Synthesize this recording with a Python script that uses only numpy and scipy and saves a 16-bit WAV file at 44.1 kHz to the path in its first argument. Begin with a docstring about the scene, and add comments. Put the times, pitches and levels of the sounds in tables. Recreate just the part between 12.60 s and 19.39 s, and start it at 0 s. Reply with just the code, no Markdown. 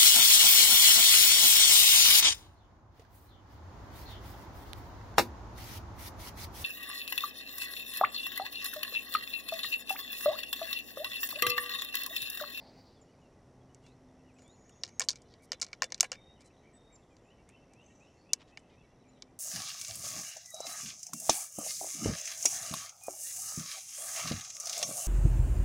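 """Fishing tackle at dawn

Dawn on a still lake, heard from a small boat: a hand frees a lure and works a fishing reel.
Hooks and plastic parts click and rattle close by: rough bursts of noise that set small modes ringing.
Birds in the bank trees are gliding sines with noise echoes; an insect is noise pulsed by wing strokes.
Rustles, one water swish at the start, air and a faint whine are shaped noise; a far hum is two low tones."""
import sys
import numpy as np
from scipy import signal
from scipy.fft import rfft, irfft
from scipy.io import wavfile

SR = 44100
rng = np.random.default_rng(int(sys.argv[2]) if len(sys.argv) > 2 else 0)


def volts_from_decibels(level):
    """Turn decibel levels (scalar or array-like) into linear amplitude factors."""
    exponent = np.asarray(level, float) / 20
    return 10 ** exponent


def log_audio(samples):
    """Write samples as a 16-bit WAV file to the path given in sys.argv[1]."""
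    # one column per channel
    frames = np.atleast_2d(samples).T
    # limit to full scale, then quantise
    limited = np.clip(frames, -1, 1)
    pcm = np.round(limited * 32767).astype(np.int16)
    wavfile.write(sys.argv[1], SR, pcm)


N = 299439  # length of the scene in samples


def rms_one(x):
    """Scale a sound to rms 1."""
    return x / np.sqrt(np.mean(x ** 2) + 1e-20)


def in_time(rows):
    """Draw straight lines between the rows of a table: one value per sample for each column."""
    s, *columns = np.transpose(rows)
    return [np.interp(np.arange(N) / SR, s, column) for column in columns]


def drift(rate_hz):
    """A smooth random wander of spread 1, made from low-passed noise."""
    step = 40  # worked out at every 40th sample, then joined by lines
    r = np.exp(-2 * step * np.pi * rate_hz / SR)
    slow = signal.lfilter([1], [1, -2 * r, r * r], rng.standard_normal(N // step + 2002))
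    slow = slow[2000:]  # skip the filter's start
    slow = rms_one(slow - slow.mean())
    return np.interp(np.arange(N) / step, np.arange(len(slow)), slow)


def band(x, low_hz, high_hz):
    """Butterworth band-pass: keep what lies between two frequencies."""
    edges = [low_hz, min(high_hz, .45 * SR)]
    return signal.sosfilt(signal.butter(2, edges, "band", fs=SR, output="sos"), x)


def around(x, centre_hz, width_hz):
    """Band-pass twice around a centre, for steeper sides."""
    edges = centre_hz - width_hz / 2, centre_hz + width_hz / 2
    return band(band(x, *edges), *edges)


def coloured(spectrum, patchy_db):
    """Noise shaped by a spectrum; each half octave flickers by itself; about rms 1."""
    hz = np.maximum(np.fft.rfftfreq(N, 1 / SR), 1)
    table = np.array(spectrum)
    shape_db = np.interp(np.log(hz), np.log(table[:, 0]), table[:, 1])
    shaped = rfft(rng.standard_normal(N)) * volts_from_decibels(shape_db)
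    half_octave = 2 * np.log2(hz / 20)
    total = np.zeros(N)
    for k in range(21):
        part = irfft(shaped * np.clip(1 - abs(half_octave - k), 0, 1), N)
        total += part * volts_from_decibels(patchy_db * drift(8.0))
    return rms_one(total)


def add(out, s, sound):
    """Mix a short sound in at time s."""
    i = round(s * SR)
    out[i:i + len(sound)] += sound[:N - i]


def parabola(u, first, middle, last):
    """A smooth curve through three values, for u from -1 to 1."""
    return middle + (last - first) / 2 * u + ((first + last) / 2 - middle) * u ** 2


def puffs(rows, grain_db):
    """Soft-edged bursts of band noise, the grainier the larger grain_db."""
    out = np.zeros(N)
    for s, length, hz, width_hz, db in rows:
        u = np.linspace(-1, 1, int(length * SR))
        noise = rng.standard_normal(len(u)) * volts_from_decibels(grain_db * drift(150.0)[:len(u)])
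        add(out, s, volts_from_decibels(db) * np.sqrt(1 - u ** 2) * rms_one(around(noise, hz, width_hz)))
    return out


# colour of air, far traffic and microphone hiss: (frequency [Hz], relative level per Hz [dB])
AIR_COLOUR = [(20, -4), (86, 2.5), (388, -2), (718, -6), (1030, -12.5), (1600, -20.5), (2600, -25.5),
              (4180, -29.5), (6360, -30), (11800, -41), (12200, -70)]
# loudness of that noise: (time [s], level [dB])
AIR_LOUDNESS = [(0.0, -61), (0.34, -61), (6.79, -62.5)]


def air():
    """Air, far traffic and microphone hiss together: one steady noise, strongest in the bass."""
    return volts_from_decibels(in_time(AIR_LOUDNESS)[0]) * coloured(AIR_COLOUR, patchy_db=0.3)


# far hum, before its wavering: (time [s], lower tone level [dB], upper tone level [dB])
HUM_LEVELS = [(0, -81, -65), (.6, -72.5, -73), (1.0, -63.5, -69.5), (1.5, -76, -63), (2.3, -71.5, -75.5),
              (3.299, -79.5, -80.5), (5.8, -81.5, -82), (6.5, -77, -70.5)]


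def hum():
    """Two low tones about an octave apart, wavering in pitch and loudness."""
    out = np.zeros(N)
    for hz, db in zip((129, 258.3), in_time(HUM_LEVELS)):
        wavering_hz = hz * (1 + 0.0067 * drift(3.0))
        tone = np.sqrt(2) * np.sin(2 * np.pi * np.cumsum(wavering_hz) / SR)  # rms 1
        out += volts_from_decibels(db + 1.6 * drift(3.4)) * tone
    return out


def whine():
    """A faint narrow band of noise that swells and sinks slowly."""
    centre_hz, width_hz, level_db = 1960, 200, -84
    narrow = band(rng.standard_normal(N), centre_hz - width_hz / 2, centre_hz + width_hz / 2)
    return volts_from_decibels(level_db + 1.3 * drift(.5)) * rms_one(narrow)


# colour of the water swish: (frequency [Hz], relative level per Hz [dB])
SWISH_COLOUR = [(300, -2.5), (800, 9), (1400, -12), (2200, -6.5), (3200, -12), (4700, 5), (5600, -13),
                (9000, -31.5)]


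def swish():
    """Water swishes once at the start: patchy noise that holds briefly, then dies away."""
    level_db, hold_s, fade_db_per_s = -61.5, 0.19, 64
    fading_s = np.maximum(np.arange(N) / SR - hold_s, 0)
    return volts_from_decibels(level_db - fade_db_per_s * fading_s) * coloured(SWISH_COLOUR, patchy_db=4.0)


def insect():
    """Steady wing strokes, each a short rasp into one broad resonance."""
    strokes_per_s, level_db = 74.2, -83.5
    stroke = np.cumsum(strokes_per_s * (1 + .006 * drift(1.5))) / SR
    gate = .25 + (.5 + .5 * np.cos(2 * np.pi * stroke)) ** 2
    rasp = around(rng.standard_normal(N) * gate, centre_hz=5720, width_hz=850)
    return volts_from_decibels(level_db + 1.2 * drift(.6)) * rms_one(rasp)


def whistle(length, first_hz, middle_hz, last_hz, db):
    """A sine gliding along a parabola through three pitches, with soft ends."""
    u = np.linspace(-1, 1, int(length * SR))
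    hz = parabola(u, first_hz, middle_hz, last_hz)
    return volts_from_decibels(db) * np.sqrt(2) * (1 - u ** 2) ** 0.5 * np.sin(2 * np.pi * np.cumsum(hz) / SR)


def trees(x, t60):
    """Scattered echoes from bank and foliage: a noise tail that falls by 60 dB in t60 seconds."""
    t = np.arange(int(t60 * SR)) / SR
    tail = rng.standard_normal(len(t)) * volts_from_decibels(-60 * t / t60) * np.minimum(t / 0.011, 1)
    return signal.fftconvolve(x, tail / np.sqrt(np.sum(tail ** 2)))[:N]


def chorus():
    """Many faint chirps from farther trees, at random, more of them later on."""
    out = np.zeros(N)
    for when, length, pitch, bend, slide, level in rng.random((210, 6)):
        hz = 1800 + 2200 * pitch ** 1.5
        glide = hz * (1.07 - .14 * slide), hz * (1 + .06 * bend), hz * (.93 + .14 * slide)
        note = whistle(.015 + .035 * length, *glide, -87 + 8 * level)
        add(out, when ** .5 * (N / SR - .1), note)
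    return out


def series():
    """Seven syllables sinking in pitch, each an upward flick into a held tone; the flicks grow quickly at first."""
    start_s, beat_s, top_hz, sag_hz_per_s = 1.788, .0843, 7000, 980
    held_db, flick_limit_db, flick_growth_db = -72, -69.5, 18
    out = np.zeros(N)
    for k in range(7):
        s = start_s + k * beat_s
        hz = top_hz - sag_hz_per_s * k * beat_s
        flick_db = flick_limit_db - flick_growth_db * 0.55 ** k
        add(out, s, whistle(.016, .74 * hz, .87 * hz, .95 * hz, flick_db))
        add(out, s + 0.012, whistle(0.076, .97 * hz, hz, .985 * hz, held_db))
    return out


def cascade():
    """Four steps falling ever faster in pitch, each a short tone with broad breath just above it."""
    start_s, beat_s, top_hz, drop_hz = 5.229, .114, 6230, 200
    tone_db, breath_db, fade_db_per_step = -73.5, -79, 1
    out, breath = np.zeros(N), []
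    for k in range(4):
        s = start_s + k * beat_s
        hz = top_hz - drop_hz * k ** 2
        fade_db = fade_db_per_step * k
        add(out, s, whistle(.06, .98 * hz, hz, hz, tone_db - fade_db))
        breath.append((s - .02, .16, 1.12 * hz, .36 * hz, breath_db - fade_db))
    return out + puffs(breath, grain_db=4)


def run_of(first_s, beat_s, repeats, first_db, middle_db, last_db):
    """Entries on a steady beat, their level following a parabola."""
    db = parabola(np.linspace(-1, 1, repeats), first_db, middle_db, last_db)
    return zip(first_s + beat_s * np.arange(repeats), db)


def sing(motif, entries, pitch_spread):
    """Sing a motif at every entry, each note a little off in pitch and level by chance."""
    out = np.zeros(N)
    for s, db in entries:
        for delay, length, *hz, note_db in motif:
            wobble = rng.standard_normal(4)
            pitches = hz * (1 + pitch_spread * wobble[:3])
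            add(out, s + delay, whistle(length, *pitches, db + note_db + 1.5 * wobble[3]))
    return out


# three motifs sung again and again on a beat:
# (delay [s], length [s], first pitch [Hz], middle pitch [Hz], last pitch [Hz], relative level [dB])
RISING_MOTIF = [(0, .04, 2430, 2600, 2700, -4), (.033, .03, 2660, 2680, 2690, 0),
                (.055, .03, 2750, 2950, 3060, -4), (.125, .06, 2600, 2700, 2660, -11)]
ARCH_MOTIF = [(0, .065, 1880, 2340, 1880, 0)]
FLICK_MOTIF = [(0, .012, 3000, 3600, 4250, 0)]


def repeated_motifs():
    """Three bird motifs, each repeated on its own steady beat and loudest in mid-run."""
    rising = run_of(4.644, .2535, 7, first_db=-70, middle_db=-65, last_db=-72)
    arches = run_of(2.03, .2515, 10, first_db=-83.5, middle_db=-73, last_db=-75)
    flicks = run_of(2.19, .2535, 9, first_db=-82.5, middle_db=-73.5, last_db=-79)
    runs = (RISING_MOTIF, rising), (ARCH_MOTIF, arches), (FLICK_MOTIF, flicks)
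    return sum(sing(motif, entries, pitch_spread=.012) for motif, entries in runs)


# calls given twice, their notes:
# (delay [s], length [s], first pitch [Hz], middle pitch [Hz], last pitch [Hz], relative level [dB])
CHIP_CALL = [(0.0013, 0.024, 7700, 6960, 7300, 0)]
CHATTER_CALL = [(0, 0.035, 2870, 2930, 2940, 0), (.048, 0.0256, 2590, 2290, 2050, 0),
                (.132, .07, 3000, 2770, 2690, 2)]
SLUR_CALL = [(0, .1, 3320, 3630, 4250, 2), (.078, 0.038, 4080, 4230, 4200, -6)]
DRAWL_CALL = [(0, 0.23, 3650, 3725, 3770, 0)]
# when each call is given, before chance and flutter: (time [s], level [dB])
CHIP_TIMES = [(0.411, -69), (6.48, -72.5)]
CHATTER_TIMES = [(0.481, -79.5), (1.09, -79)]
SLUR_TIMES = [(1.238, -78), (1.842, -73.5)]
DRAWL_TIMES = [(3.544, -70), (4.14, -76.5)]


def paired_calls():
    """Four different whistled calls, each given twice."""
    calls = ((CHIP_CALL, CHIP_TIMES), (CHATTER_CALL, CHATTER_TIMES),
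             (SLUR_CALL, SLUR_TIMES), (DRAWL_CALL, DRAWL_TIMES))
    return sum(sing(motif, entries, pitch_spread=.004) for motif, entries in calls)


# single gliding notes, before flutter:
# (time [s], length [s], first pitch [Hz], last pitch [Hz], level [dB])
SINGLE_NOTES = [(0.347, 0.063, 3620, 3260, -78.5), (1.005, 0.028, 3450, 3200, -78.5),
                (1.267, 0.058, 2640, 2550, -75), (1.58, 0.041, 2710, 2650, -81),
                (1.638, 0.075, 2950, 2830, -79.5), (1.682, 0.042, 2830, 2180, -72.5),
                (0.57, 0.1, 6950, 6900, -88.5), (1.733, 0.04, 7600, 7900, -81),
                (1.84, .05, 2350, 2250, -77), (1.932, 0.043, 2800, 2600, -84.5),
                (1.76, 0.02, 2540, 2560, -71), (3.759, 0.037, 3150, 2730, -77),
                (3.896, 0.026, 2450, 2810, -75), (4.133, 0.047, 8030, 7890, -66.5),
                (4.323, 0.047, 7560, 7140, -64), (4.352, 0.013, 7200, 4500, -66.5),
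                (1.77, 0.036, 7100, 7100, -77), (3.84, 0.052, 4070, 4000, -75),
                (4.375, 0.033, 2550, 2740, -78), (4.501, 0.049, 2530, 2270, -76),
                (6.093, 0.017, 3300, 2650, -74), (6.104, 0.06, 2520, 2335, -76.5),
                (6.234, 0.028, 2280, 2225, -76), (6.434, 0.014, 3280, 2500, -79),
                (6.439, 0.048, 2444, 2370, -75.5)]


def single_notes():
    """Lone whistles, each gliding straight from one pitch to another."""
    out = np.zeros(N)
    for s, length, first_hz, last_hz, db in SINGLE_NOTES:
        add(out, s, whistle(length, first_hz, (first_hz + last_hz) / 2, last_hz, db))
    return out


# breathy far calls, and at 1.95 s a breathy wash beneath the seven-syllable series: (time [s], length [s],
# centre [Hz], width [Hz], level [dB])
HUSKY_CALLS = [(4.47, .14, 7300, 700, -85), (4.62, .11, 7150, 600, -85), (5.53, .1, 7100, 600, -86),
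               (1.95, .45, 6100, 1400, -80), (3.88, .28, 6300, 120, -90)]


def birds():
    """Whistles fluttering in level on their way across the water, with echoes, plus breathy far calls and a
    breathy wash under the series."""
    near = single_notes() + paired_calls()
    near = near * volts_from_decibels(2.5 * drift(70.0))
    far = chorus() + series() + cascade() + repeated_motifs()
    far = far * (1 + .45 * drift(120.0))
    echoes = volts_from_decibels(-13) * trees(near, t60=.4) + volts_from_decibels(-4) * trees(far, t60=.45)
    return near + far + echoes + puffs(HUSKY_CALLS, grain_db=3)


# rustles of hand, line and cloth: (time [s], length [s], centre [Hz], width [Hz], level [dB])
RUSTLE_PUFFS = [(1.22, 0.1, 5900, 6900, -76), (1.78, 0.096, 4960, 7900, -79), (2.68, .07, 4950, 2540, -71),
                (2.82, 0.041, 7800, 8000, -67.5), (3.80, 0.033, 5260, 6980, -68),
                (3.843, 0.042, 7100, 5030, -67), (5.795, 0.04, 2860, 4640, -61),
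                (5.87, 0.049, 4500, 5000, -71.5), (5.99, 0.013, 7320, 4020, -70),
                (6.07, 0.099, 3530, 4000, -77)]


def rustles():
    """Hand, line and cloth rub: short grainy puffs of noise."""
    return puffs(RUSTLE_PUFFS, grain_db=3)


def ring(clicks, hz, t60):
    """A mode struck by a unit click: a sine that falls by 60 dB in t60 seconds."""
    r, w = volts_from_decibels(-60 / (t60 * SR)), 2 * np.pi * hz / SR
    return signal.lfilter([0, np.sin(w)], [1, -2 * r * np.cos(w), r * r], clicks + 1e-18)


# tackle clicks, levels before the last filters: (time [s], snap peak level [dB],
# knock strength [dB], snap centre [Hz], rebound loss before fading and chance [dB])
TACKLE_CLICKS = [(1.1466, -42.5, -68, 6170, 30), (1.2641, -52, -51, 5800, 11),
                 (1.7863, -55.5, -60.5, 5700, -7), (1.82, -54, -57, 6300, 6), (1.879, -53, -73, 7600, 20),
                 (2.0938, -50, -55.5, 6950, 15), (2.2354, -17.5, -32, 5150, 12.5),
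                 (2.2775, -46, -51, 5540, 2), (2.3963, -10.5, -25.5, 6400, 29),
                 (2.4059, -19.5, -27.5, 6270, 11.5), (2.4162, -22.5, -28.5, 5260, 8),
                 (2.4412, -36.5, -50.5, 6740, 9), (2.4869, -10.5, -31.5, 5440, 7),
                 (2.5055, -23, -49, 5350, 5), (2.5323, -44.5, -50.5, 5200, 4), (2.557, -42, -56.5, 5200, 2),
                 (2.619, -49.5, -62, 6400, 13), (2.7387, -49, -55.5, 4360, 12),
                 (2.9188, -17.5, -24, 5450, 25.5), (2.931, -29.5, -30, 5560, 15),
                 (2.9993, -44, -52, 7060, 15), (3.0149, -19.5, -36.5, 5770, 1),
                 (3.026, -23, -40, 5650, 4.5), (3.0472, -44, -53, 5900, 19), (3.0656, -39.5, -50, 5130, 6),
                 (3.0857, -51, -53, 5360, 3), (3.1306, -31.5, -36.5, 5020, 15),
                 (3.221, -14.5, -17.5, 5740, 28), (3.232, -22, -26, 5670, 20),
                 (3.2414, -23, -30.5, 5940, 18), (3.303, -51, -52, 5100, 10),
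                 (3.3218, -21.5, -33.5, 5200, 25.5), (3.3446, -24.5, -39, 5360, 23.5),
                 (3.379, -45, -49, 5500, 13), (3.4, -34.5, -41.5, 4870, 14.5),
                 (3.4068, -5, -27.5, 6060, 33), (3.4296, -22.5, -23, 6750, 16),
                 (3.4425, -34.5, -32.5, 6660, 3.5), (3.5176, -21.5, -27, 5600, 17),
                 (3.5287, -32.5, -32, 5400, 7.5), (3.8075, -48.5, -52.5, 6300, 15),
                 (4.5668, -55, -56.5, 5100, 17), (4.89, -50, -52.5, 7500, 9), (5.1352, -51, -57, 6400, 13),
                 (5.7332, -8.5, -31, 6130, 32.5), (5.9734, -38.5, -39, 5300, 20),
                 (6.6225, -30.5, -42, 4880, 32)]


def contacts():
    """Parts bounce: each click has four uneven, mostly fading rebounds (time, snap dB, knock dB, snap Hz)."""
    gap_s, fade_db_per_s, uneven_db, extra_knock_loss_db = 0.0057, 601, 3.5, 0.5
    rows = []
    chance = rng.standard_normal((len(TACKLE_CLICKS), 2, 4))
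    for (s, snap_db, knock_db, hz, below_db), luck in zip(TACKLE_CLICKS, chance):
        rows.append((s, snap_db, knock_db, hz))
        late_s = np.cumsum(gap_s * np.exp(0.34 * luck[0]))
        loss_db = below_db + fade_db_per_s * late_s + uneven_db * luck[1]
        for late, loss in zip(late_s, loss_db):
            rows.append((s + late, snap_db - loss, knock_db - loss - extra_knock_loss_db, hz))
    return np.array(rows)


def snaps(rows):
    """A bright snap per contact: a burst of tiny impacts, brighter when harder."""
    brighter_db_per_db = 0.77
    out, t = np.zeros(N), np.arange(1500) / SR
    dying = np.exp(-t / 0.00011) + 0.56 * np.exp(-t / 0.0024)  # impact, then chatter
    for s, snap_db, _, hz in rows:
        loose = rng.random(len(t)) < 400 / SR  # loose parts rattle on, about 400 hits a second
        rattle = 0.36 * np.exp(-t / 0.0037) * loose
        push = rng.standard_normal(len(t)) * (dying + rattle)
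        body = band(band(push, 0.77 * hz, 1.253 * hz), 0.41 * hz, 2.21 * hz)
        brightness = 0.089 * volts_from_decibels(brighter_db_per_db * (snap_db + 19))
        snap = body + brightness * band(push, 2800, 12500)
        add(out, s, volts_from_decibels(snap_db) * snap / abs(snap).max())
    return out


# ways the plastic shell rings, briefly: (frequency [Hz], relative level [dB], time to fall 60 dB [s])
SHELL_MODES = [(518, -15.5, 0.065), (707.3, -4.5, 0.013), (1053, -10.5, 0.033), (1414, -8, .02),
               (1800, -4.5, 0.021), (2275, 2.5, 0.014), (2830, -2, 0.013)]
# ways the thin steel parts ring: (frequency [Hz], relative level [dB], time to fall 60 dB [s])
STEEL_MODES = [(1640, -30, .07), (3004, -30, .06), (3537, -31, .08), (4000, -28, .08), (4495, -30, .05),
               (5120, -27, .06), (5712, -29, .05), (6331, -28, .045), (7600, -33, .05), (13900, -27, .014)]


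def knocks(rows):
    """A hollow shell knock and a thin steel ring per contact: rough pushes set the modes ringing."""
    out, at = np.zeros(N), (rows[:, 0] * SR).astype(int)
    spread = np.exp(-1 / (SR * 0.0022))  # a contact is no single instant but a short rough push
    for modes, offset_db in (SHELL_MODES, -7.6), (STEEL_MODES, 0.5):
        for hz, db, t60 in modes:
            luck_db = 4 * rng.standard_normal(len(rows))  # every blow favours other modes
            blows = np.full(N, 1e-18)
            blows[at] = volts_from_decibels(rows[:, 2] + offset_db + db + luck_db)
            push = signal.lfilter([np.sqrt(1 - spread ** 2)], [1, -spread], blows)
            out += ring(push * rng.standard_normal(N), hz, t60)
    return out


def tackle():
    """Hooks and plastic parts touch: each contact is a snap, a hollow knock and a thin steel ring."""
    rows = contacts()
    out = snaps(rows) + knocks(rows)
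    # small parts push no bass
    thin = signal.sosfilt(signal.butter(4, 430, "high", fs=SR, output="sos"), out)
    return signal.sosfilt(signal.butter(3, 11500, fs=SR, output="sos"), thin)


def scene():
    """Everything meets at one point, the same on both sides."""
    background = air() + hum() + whine() + swish()
    animals = insect() + birds()
    handling = rustles() + tackle()
    return np.tile(background + animals + handling, (2, 1))


def band_limit(x):
    """A steep low-pass at the top of the band."""
    return signal.sosfilt(signal.butter(12, 16530, fs=SR, output="sos"), x)


def record(dry):
    """The two sides are set apart by a faint hiss and a faint flicker, opposite on each side."""
    hiss = signal.sosfilt(signal.butter(10, 11900, fs=SR, output="sos"), rng.standard_normal(N))
    flicker = volts_from_decibels(-37.5) * drift(200.0) * dry[0]
    apart = volts_from_decibels(-86.0) * hiss + flicker
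    mix = dry + apart * [[1], [-1]]
    return band_limit(mix)


dry = scene()
out = record(dry)
log_audio(out)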